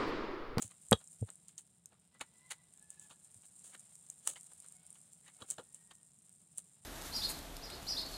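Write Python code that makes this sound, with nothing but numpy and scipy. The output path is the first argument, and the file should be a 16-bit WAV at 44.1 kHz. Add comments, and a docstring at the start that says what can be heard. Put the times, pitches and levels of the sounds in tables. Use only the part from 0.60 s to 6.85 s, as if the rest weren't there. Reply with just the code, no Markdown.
"""Fat fizzes on pork chops over charcoal outdoors, with a low rumble behind and a hand-held phone close by.
The fizz is random tiny clicks through a filter; larger bubbles snap as short bursts of shaped noise.
Flaring fat, spitting drips and two breathy clucks are clouds of tiny clicks; pushes on the phone and
splitting coals ring a few fading tones. Roosters crow faintly far away: gliding notes of five harmonics."""
import sys
import numpy as np
from scipy import signal
from scipy.fft import rfft, irfft, next_fast_len
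from scipy.io import wavfile

SR = 44100
rng = np.random.default_rng(int(sys.argv[2]) if len(sys.argv) > 2 else 0)


def log_audio(samples):
    """Write samples as a 16-bit WAV file to the path given in sys.argv[1]."""
    # one column per channel
    frames = np.atleast_2d(samples).T
    # limit to full scale, then quantise
    limited = np.clip(frames, -1, 1)
    pcm = np.round(limited * 32767).astype(np.int16)
    wavfile.write(sys.argv[1], SR, pcm)


N = 275602  # length of the scene in samples


def gain_of(db):
    """Turns decibels into an amplitude factor."""
    return 10 ** (np.asarray(db) / 20)


def evened(x):
    """Scales a signal to an average strength (rms) of 1."""
    return x / np.sqrt(np.mean(x ** 2) + 1e-20)


def read(points, hz):
    """Reads a level in dB off a spectrum table, on a log-frequency axis."""
    f, db = np.transpose(points)
    return np.interp(np.log(hz + 1), np.log(f), db)


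def add(mix, s, sound):
    """Adds a sound to the mix at time s, trimming what falls outside."""
    start = round(s * SR)
    sound = sound[max(-start, 0):]
    part = mix[max(start, 0):][:len(sound)]
    part += sound[:len(part)]


def click(points, size=4096):
    """Makes a click with a given spectrum and energy 1 that starts at once, with nothing before it."""
    level_db = read(points, abs(np.fft.fftfreq(size, 1 / SR)))
    log_gain = np.log(gain_of(level_db))
    # the Hilbert transform finds the phase that puts all the sound after the start
    spectrum = np.exp(np.conj(signal.hilbert(log_gain)))
    h = np.fft.ifft(spectrum).real[:size // 2]
    return h / np.linalg.norm(h)


def coloured(x, points):
    """Filters a signal with a spectrum table and scales it to rms 1."""
    return evened(signal.oaconvolve(x, click(points))[:len(x)])


def wander(size, rate):
    """Smooth random drift of about rms 1; its changes fade out above roughly `rate` Hz."""
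    span = next_fast_len(max(size, SR))
    hz = np.fft.rfftfreq(span, 1 / SR)
    spectrum = rfft(rng.standard_normal(span)) * np.exp(-(hz / rate) ** 2)
    return evened(irfft(spectrum, span))[:size]


def bursts(size, per_s, spread_db):
    """Random one-sample clicks, at rms 1 overall; a wider spread makes a few stand out from the rest."""
    height = gain_of(spread_db * np.minimum(rng.exponential(1, size), 4.3))
    sign = rng.choice([-1, 1], size)
    happens = rng.random(size) < per_s / SR
    return evened(height * sign * happens)


# colour of a snapping bubble centred near 8200 Hz: (f/Hz, level/dB per Hz)
SNAP_COLOUR = [(300, -36), (1500, -34.5), (3500, -32), (5400, -22), (6400, -12), (7400, -2.5), (8700, 1),
               (9700, -7.5), (11000, -24.5), (13000, -24.5), (15500, -35)]


def tick(hz, ring_s=0.0023, scatter=0.038, tear_s=0.00052):
    """A bubble's skin tears in one sharp tick, scattered at once by the meat and the bars; energy 1."""
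    t = np.arange(SR // 100) / SR
    tear = rng.standard_normal(len(t)) * t / tear_s * np.exp(1 - t / tear_s)
    echoes = scatter * rng.standard_normal(len(t)) * np.exp(-t / ring_s)
    shifted_colour = [(f * hz / 8200, db) for f, db in SNAP_COLOUR]
    sound = np.convolve(tear + echoes, click(shifted_colour, size=512))
    return sound / np.linalg.norm(sound)


# base levels of the frying over time: (t/s, level/dB of the fizz, level/dB of the coals' duller hiss)
FRYING_LEVELS = [(0.0, -64.5, -78), (0.52, -60.5, -79.5), (0.71, -65, -80.5), (1.27, -75, -84.5),
                 (1.56, -74, -82), (1.76, -68.5, -78), (2.07, -69, -78.5), (2.87, -62.5, -80.5),
                 (3.13, -60.5, -75.5), (3.51, -63.5, -79), (3.9, -61, -76), (4.61, -66, -79.5),
                 (4.84, -65.5, -77.5), (5.48, -66, -82), (5.85, -66.5, -82.5), (6.25, -67, -79.5)]
# colour of the fizz: (f/Hz, level/dB per Hz)
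FIZZ_COLOUR = [(2500, -43.5), (4800, -22), (5800, -20), (6600, -14), (7400, -0.5), (7900, -4.5), (8700, 3),
               (9600, -6), (10500, -12), (11500, -19.5), (13500, -25), (15800, -30.5)]
# colour of the coals' hiss: (f/Hz, level/dB per Hz)
EMBERS_COLOUR = [(300, -10), (650, 5), (1000, 1), (1700, -2), (2500, -2), (3200, 0), (3700, 0), (4000, 1.5),
                 (4400, -6), (5200, -1.5), (7000, -16)]
# added to the base levels: tiny bubbles, ticking bubbles, coals (dB)
FINE_DB, COARSE_DB, EMBERS_DB = -1, -5.5, 0.5


def frying():
    """Thousands of tiny bubbles burst on the meat, over the smoother hiss of the coals."""
    s, fizz_db, embers_db = np.transpose(FRYING_LEVELS)
    t = np.arange(N) / SR
    fine_db = FINE_DB + 1.9 * wander(N, rate=51) + .6 * wander(N, rate=12)
    fine = coloured(bursts(N, per_s=2100, spread_db=3.5), FIZZ_COLOUR) * gain_of(fine_db)
    # larger bubbles tick one by one, each size at its own pitch
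    kinds = []
    for hz in np.linspace(8000, 8700, num=16):
        kinds.append(signal.oaconvolve(bursts(N, per_s=10, spread_db=7.0), tick(hz))[:N])
    coarse = evened(sum(kinds)) * gain_of(COARSE_DB + 1.3 * wander(N, rate=7.8))
    embers = coloured(bursts(N, per_s=1700, spread_db=1), EMBERS_COLOUR)
    embers = embers * gain_of(EMBERS_DB + 1.0 * wander(N, rate=19))
    fizz = (fine + coarse) * gain_of(np.interp(t, s, fizz_db))
    return fizz + embers * gain_of(np.interp(t, s, embers_db))


# colour of the low rumble: (f/Hz, level/dB per Hz)
RUMBLE_COLOUR = [(25, -16.5), (50, -19.5), (80, -8), (120, -6.5), (168, 2.5), (215, -7), (290, -15.5),
                 (450, -18.5), (800, -36), (2000, -60)]


def low_rumble(level_db=-74.5):
    """A steady rumble: random noise filtered to its low pitches."""
    return gain_of(level_db) * coloured(rng.standard_normal(N), RUMBLE_COLOUR)


# registers of a noisy puff, from thud through knock, crack and rasp to hiss:
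# (low edge f/Hz, high edge f/Hz, level/dB in a short puff, level/dB in a flare)
PUFF_REGISTERS = [(180, 640, -8, -21), (720, 1550, 0, -21.5), (1769, 2280, -5, -26),
                  (2760, 4405, -1.5, -15.5), (6600, 9960, 0.5, -0.5)]


def puff(s, rise, fall, levels_db, spill_db=-13, spill_hz=4600, pulse_hz=150, uneven_db=3.0, blunt=0.12):
    """A cloud of tiny clicks swells and dies, as when fat flashes to steam; gives start time and sound."""
    t = np.arange(-4 * rise, 6 * fall, 1 / SR)
    distance = np.where(t < 0, t / rise, t / fall)
    swell = np.exp(blunt - np.hypot(distance, blunt))  # rounded at the top
    sputter = gain_of(uneven_db * wander(SR // 2, rate=pulse_hz))  # it comes in fits
    cracks = swell * np.resize(sputter * bursts(SR // 2, per_s=9000, spread_db=0.0), len(t))
    sound = np.zeros(len(t))
    for (low, high, *_), db in zip(PUFF_REGISTERS, levels_db):
        edges = np.clip([low, high], 20, SR / 2 - 100)
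        band = signal.butter(3, edges, "band", fs=SR, output="sos")
        sound += gain_of(db) * evened(signal.sosfilt(band, cracks))
    # the clicks also spill over the whole treble
    treble = signal.butter(2, spill_hz, "high", fs=SR, output="sos")
    sound += gain_of(levels_db[-1] + spill_db) * evened(signal.sosfilt(treble, cracks))
    return s + t[0], sound * np.sqrt(np.mean(swell ** 2))


# fat running onto hot metal: (t/s of the peak, base level/dB, rise t/s, fall t/s)
FLARE_UPS = [(0.026, -41, 0.0083, 0.018), (2.307, -61.5, 0.0028, .03), (2.425, -59, 0.023, 0.022),
             (3.043, -53.5, 0.0034, 0.041), (3.691, -41.5, 0.018, 0.024), (4.912, -44.5, 0.012, 0.012),
             (5.149, -56, 0.0022, .009), (5.982, -49, 0.0066, 0.0094)]


def flares():
    """Fat meets a hot bar and hisses for a moment."""
    out = np.zeros(N)
    *_, colour_db = np.transpose(PUFF_REGISTERS)
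    for s, db, rise, fall in FLARE_UPS:
        add(out, *puff(s, rise, fall, db + colour_db))
    return out


# the loudest fat bubbles: (t/s, level/dB over the first millisecond, centre f/Hz)
BUBBLE_SNAPS = [(0.022, -29.5, 7730), (0.037, -48, 8650), (0.285, -44.5, 8150), (0.3117, -20, 9200),
                (0.328, -24, 8000), (0.4742, -46.5, 7820), (0.61, -47, 7920), (0.7022, -39.5, 8020),
                (0.8829, -44, 8000), (0.9794, -38, 7100), (1.2579, -42, 7960), (1.9078, -40.5, 7790),
                (2.3035, -38.5, 8400), (2.396, -41.5, 7940), (3.5005, -34.5, 8000), (3.6741, -20.5, 8130),
                (3.9335, -48, 9000), (4.0014, -43.5, 8500), (4.0624, -48, 8830), (4.0851, -47, 7920),
                (4.2657, -46.5, 8670), (4.304, -43.5, 8600), (4.3276, -46.5, 8690), (4.532, -48, 8190),
                (4.7675, -51.5, 8190), (4.9025, -27, 8330), (4.9086, -27.5, 7760), (5.1453, -40.5, 8360),
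                (5.976, -38, 8800), (5.9818, -30, 8370)]


def snaps():
    """The largest bubbles of fat tear, one sharp tick each."""
    out = np.zeros(N)
    for s, db, hz in BUBBLE_SNAPS:
        # a tick has energy 1; the root spreads its level over one millisecond
        add(out, s, gain_of(db) * np.sqrt(SR / 1000) * tick(hz))
    return out


# pushes on the phone: (t/s, peak level/dB before the bass cut, contact t/s, release level/dB against the push)
PHONE_BUMPS = [(0.046, -45, 0.0043, -9), (0.3202, -6.5, 0.00053, -5.5), (0.3243, -14.5, 0.0021, -15),
               (0.615, -29, 0.0065, -7), (.6258, -29, 0.0018, -18.5), (2.757, -58, .005, -4),
               (4.8208, -44, 0.00068, -12), (4.984, -49.5, .001, -6), (6.206, -65, 0.0064, -6)]
# ringing tones of the phone's case: (f/Hz, level/dB, t/s to fade by 60 dB)
CASE_MODES = [(98, 4, 0.055), (218, 1, 0.026), (445, 3, 0.026), (760, -7, 0.017), (1250, -11, .009)]
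HOLD_S, LOW_CUT_HZ = .0124, 60  # a push lets go after this time (s); the case weakens deeper sound (Hz)


def bumps():
    """Each push and its release ring the damped case; a longer contact gives a duller thump."""
    out, t = np.zeros(N), np.arange(SR // 8) / SR
    ring = sum(gain_of(db - 60 * t / t60) * np.cos(2 * np.pi * hz * t) for hz, db, t60 in CASE_MODES)
    for s, db, contact, release_db in PHONE_BUMPS:
        push = np.sin(np.pi * np.minimum(t / contact, 1)) ** 2
        thump = signal.fftconvolve(push, ring)[:len(t)]
        thump = gain_of(db) * thump / abs(thump).max()
        add(out, s, thump)
        add(out, s + HOLD_S, -gain_of(release_db) * thump)
    return signal.sosfiltfilt(signal.butter(4, LOW_CUT_HZ, "high", fs=SR, output="sos"), out)


# short noisy puffs: mostly drips spitting in the coals, two of them (1.324 and 1.549 s) breathy clucks
# of the distant birds: (t/s of the peak, base level/dB, rise t/s, fall t/s,
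# brightness level/dB per octave, hollowness level/dB)
SHORT_PUFFS = [(0.11, -67, 0.0069, .011, .7, -2.5), (0.329, -31.5, 0.004, 0.0018, -5.5, 4),
               (0.412, -66.5, 0.0066, 0.0082, 0, 4), (0.688, -63, 0.0086, 0.013, -1.5, 1.5),
               (0.891, -73.5, 0.0081, 0.011, 6, 1), (0.984, -65.5, 0.0031, .012, 7.5, 3),
               (1.324, -73.5, 0.01, 0.017, -3, 2.5), (1.549, -73, 0.0053, 0.014, -2, -1.5),
               (1.612, -45, 0.0038, 0.008, 0, -1.5), (1.915, -48.5, .0056, 0.0088, 3, -6.5),
               (2.512, -59.5, 0.0062, .01, .5, 11), (2.845, -71.5, .012, 0.0081, 2.5, 4),
               (3.151, -59.5, 0.011, 0.0051, 0, -5), (3.675, -39.5, 0.002, 0.00077, 2.5, 0.5),
               (3.762, -59, 0.0027, 0.0074, 2, -8), (3.921, -69, 0.0037, .0046, -2.5, 1),
               (4.053, -71.5, 0.013, 0.01, 0.5, 1), (4.36, -70.5, 0.013, 0.0098, 2.5, 3),
               (4.682, -66, 0.015, 0.012, 2, -7), (4.821, -56, 0.014, 0.017, -2, 16),
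               (4.986, -49.5, 0.0022, 0.011, -4, 24), (5.312, -60.5, .0035, 0.0072, 0, 0)]
# brightness tilts the spectrum about this pitch (Hz); hollowness dips it there, this wide (octaves)
PIVOT_HZ, HOLLOW_OCTAVES = 2000, 0.63


def spits_and_clucks():
    """Spitting drips and two breathy clucks share one colour, tilted darker or brighter and hollowed."""
    out = np.zeros(N)
    low, high, colour_db, _ = np.transpose(PUFF_REGISTERS)
    octaves = np.log2(np.sqrt(low * high) / PIVOT_HZ)
    dip = np.exp(-(octaves / HOLLOW_OCTAVES) ** 2)  # a negative hollowness makes this a bump
    for s, db, rise, fall, brightness, hollow_db in SHORT_PUFFS:
        levels_db = db + colour_db + brightness * octaves - hollow_db * dip
        add(out, *puff(s, rise, fall, levels_db))
    return out


# charcoal splitting: (t/s, peak level/dB of the first crack's ring, factor on every pitch)
COAL_SPLITS = [(.3281, -12, .97), (1.611, -33, 0.76), (2.5102, -46, 0.94), (3.6741, -31, 1.74),
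               (3.7585, -46.5, 0.89), (4.8204, -38.5, 1), (4.9828, -43, 1.05), (4.9965, -48, 0.98),
               (5.3107, -46.5, 0.95)]
# ringing tones of a lump at factor 1: (f/Hz, level/dB, t/s to fade by 60 dB)
LUMP_MODES = [(733, -5, 0.018), (1230, -5, 0.015), (3130, -7.5, 0.005), (3390, 3.5, 0.017),
              (3850, -4, 0.03)]


def splits(crumble_db=-5, crumble_s=0.0027):
    """A lump cracks in the heat, crumbles a little and rings briefly, like dry wood."""
    out, t = np.zeros(N), np.arange(SR // 16) / SR
    for s, peak_db, size in COAL_SPLITS:
        ring = np.zeros(len(t))
        for hz, db, t60 in LUMP_MODES:
            ring += gain_of(db - 60 * t / t60) * np.sin(2 * np.pi * hz * size * t)
        crumbs = bursts(len(t), per_s=3600, spread_db=1.5) * np.exp(-t / crumble_s)
        # one sharp crack at the start, then the crumbs
        force = (t == 0) + gain_of(crumble_db) * crumbs / np.linalg.norm(crumbs)
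        add(out, s, gain_of(peak_db) * signal.fftconvolve(force, ring) / abs(ring).max())
    return out


# notes of distant roosters: (start t/s, length t/s, pitch f/Hz at mid-note before the shake,
# level/dB before arch and flutter, glide f/Hz per s before the sag)
ROOSTER_NOTES = [(1.51, 0.095, 996, -81, 1.5), (1.6, 0.5, 1003, -81.5, -6.5),
                 (1.803, 0.091, 1022, -64.5, 97), (2.109, .53, 862, -78, -44.5),
                 (4.118, 0.18, 743, -80, -5), (4.647, 0.29, 730, -82.5, -87), (4.929, .6, 936, -86.5, 18.5)]
# how the throat colours each harmonic: (f/Hz, level/dB)
THROAT_COLOUR = [(700, 1), (1000, -7.5), (1400, -16), (1700, 4), (2200, -0.5), (2600, -7), (2950, -29),
                 (3600, -27), (4100, -15), (5200, -61)]
ARCH, SWELL = 0.029, 1.3  # pitch sags by this share at a note's ends; level follows the arch to this power
HOARSE = .011  # rough share by which the pitch shakes


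def roosters(flutter_db=4.0):
    """Hoarse notes that arch in pitch and level and flutter on their long way across the yard."""
    out = np.zeros(N)
    for s, length, pitch, db, glide in ROOSTER_NOTES:
        t = np.arange(0, length, 1 / SR)
        arch = np.sin(np.pi * t / length)
        bend = 1 - ARCH * (1 - arch) + HOARSE * wander(len(t), rate=155)
        hz = (pitch + glide * (t - length / 2)) * bend
        phase = 2 * np.pi * np.cumsum(hz) / SR
        voice = sum(gain_of(read(THROAT_COLOUR, k * hz)) * np.sin(k * phase) for k in range(1, 6))
        level = gain_of(db + flutter_db * wander(len(t), rate=33))
        add(out, s, evened(voice) * arch ** SWELL * level)
    return out


def echo(x, t60, level_db):
    """A diffuse scatter: random reflections that start after 1 ms and fade by 60 dB in t60 seconds."""
    t = np.arange(SR) / SR
    tail = rng.standard_normal(len(t)) * gain_of(-60 * t / t60) * (t > .001)
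    return gain_of(level_db) * signal.oaconvolve(x, tail / np.linalg.norm(tail))[:N]


def scene():
    """The grill with its fire box, the handling and the yard."""
    # the two clucks share the short echo of the pops
    pops = flares() + snaps() + spits_and_clucks() + splits()
    crows = roosters()
    fire_box = echo(pops, t60=.09, level_db=-13)
    yard = echo(crows, t60=0.76, level_db=-8)
    return (frying() + low_rumble() + pops + fire_box + bumps() + crows + yard)[None]


def record(dry, low_hz=52, edge_hz=15900):
    """The phone cuts the deepest bass and the highest treble."""
    cut = signal.sosfilt(signal.butter(4, low_hz, "high", fs=SR, output="sos"), dry)
    treble_cut = signal.firwin(511, edge_hz, window=("kaiser", 9), fs=SR)
    return signal.oaconvolve(cut, treble_cut[None], "same")


dry = scene()
out = record(dry)
log_audio(out)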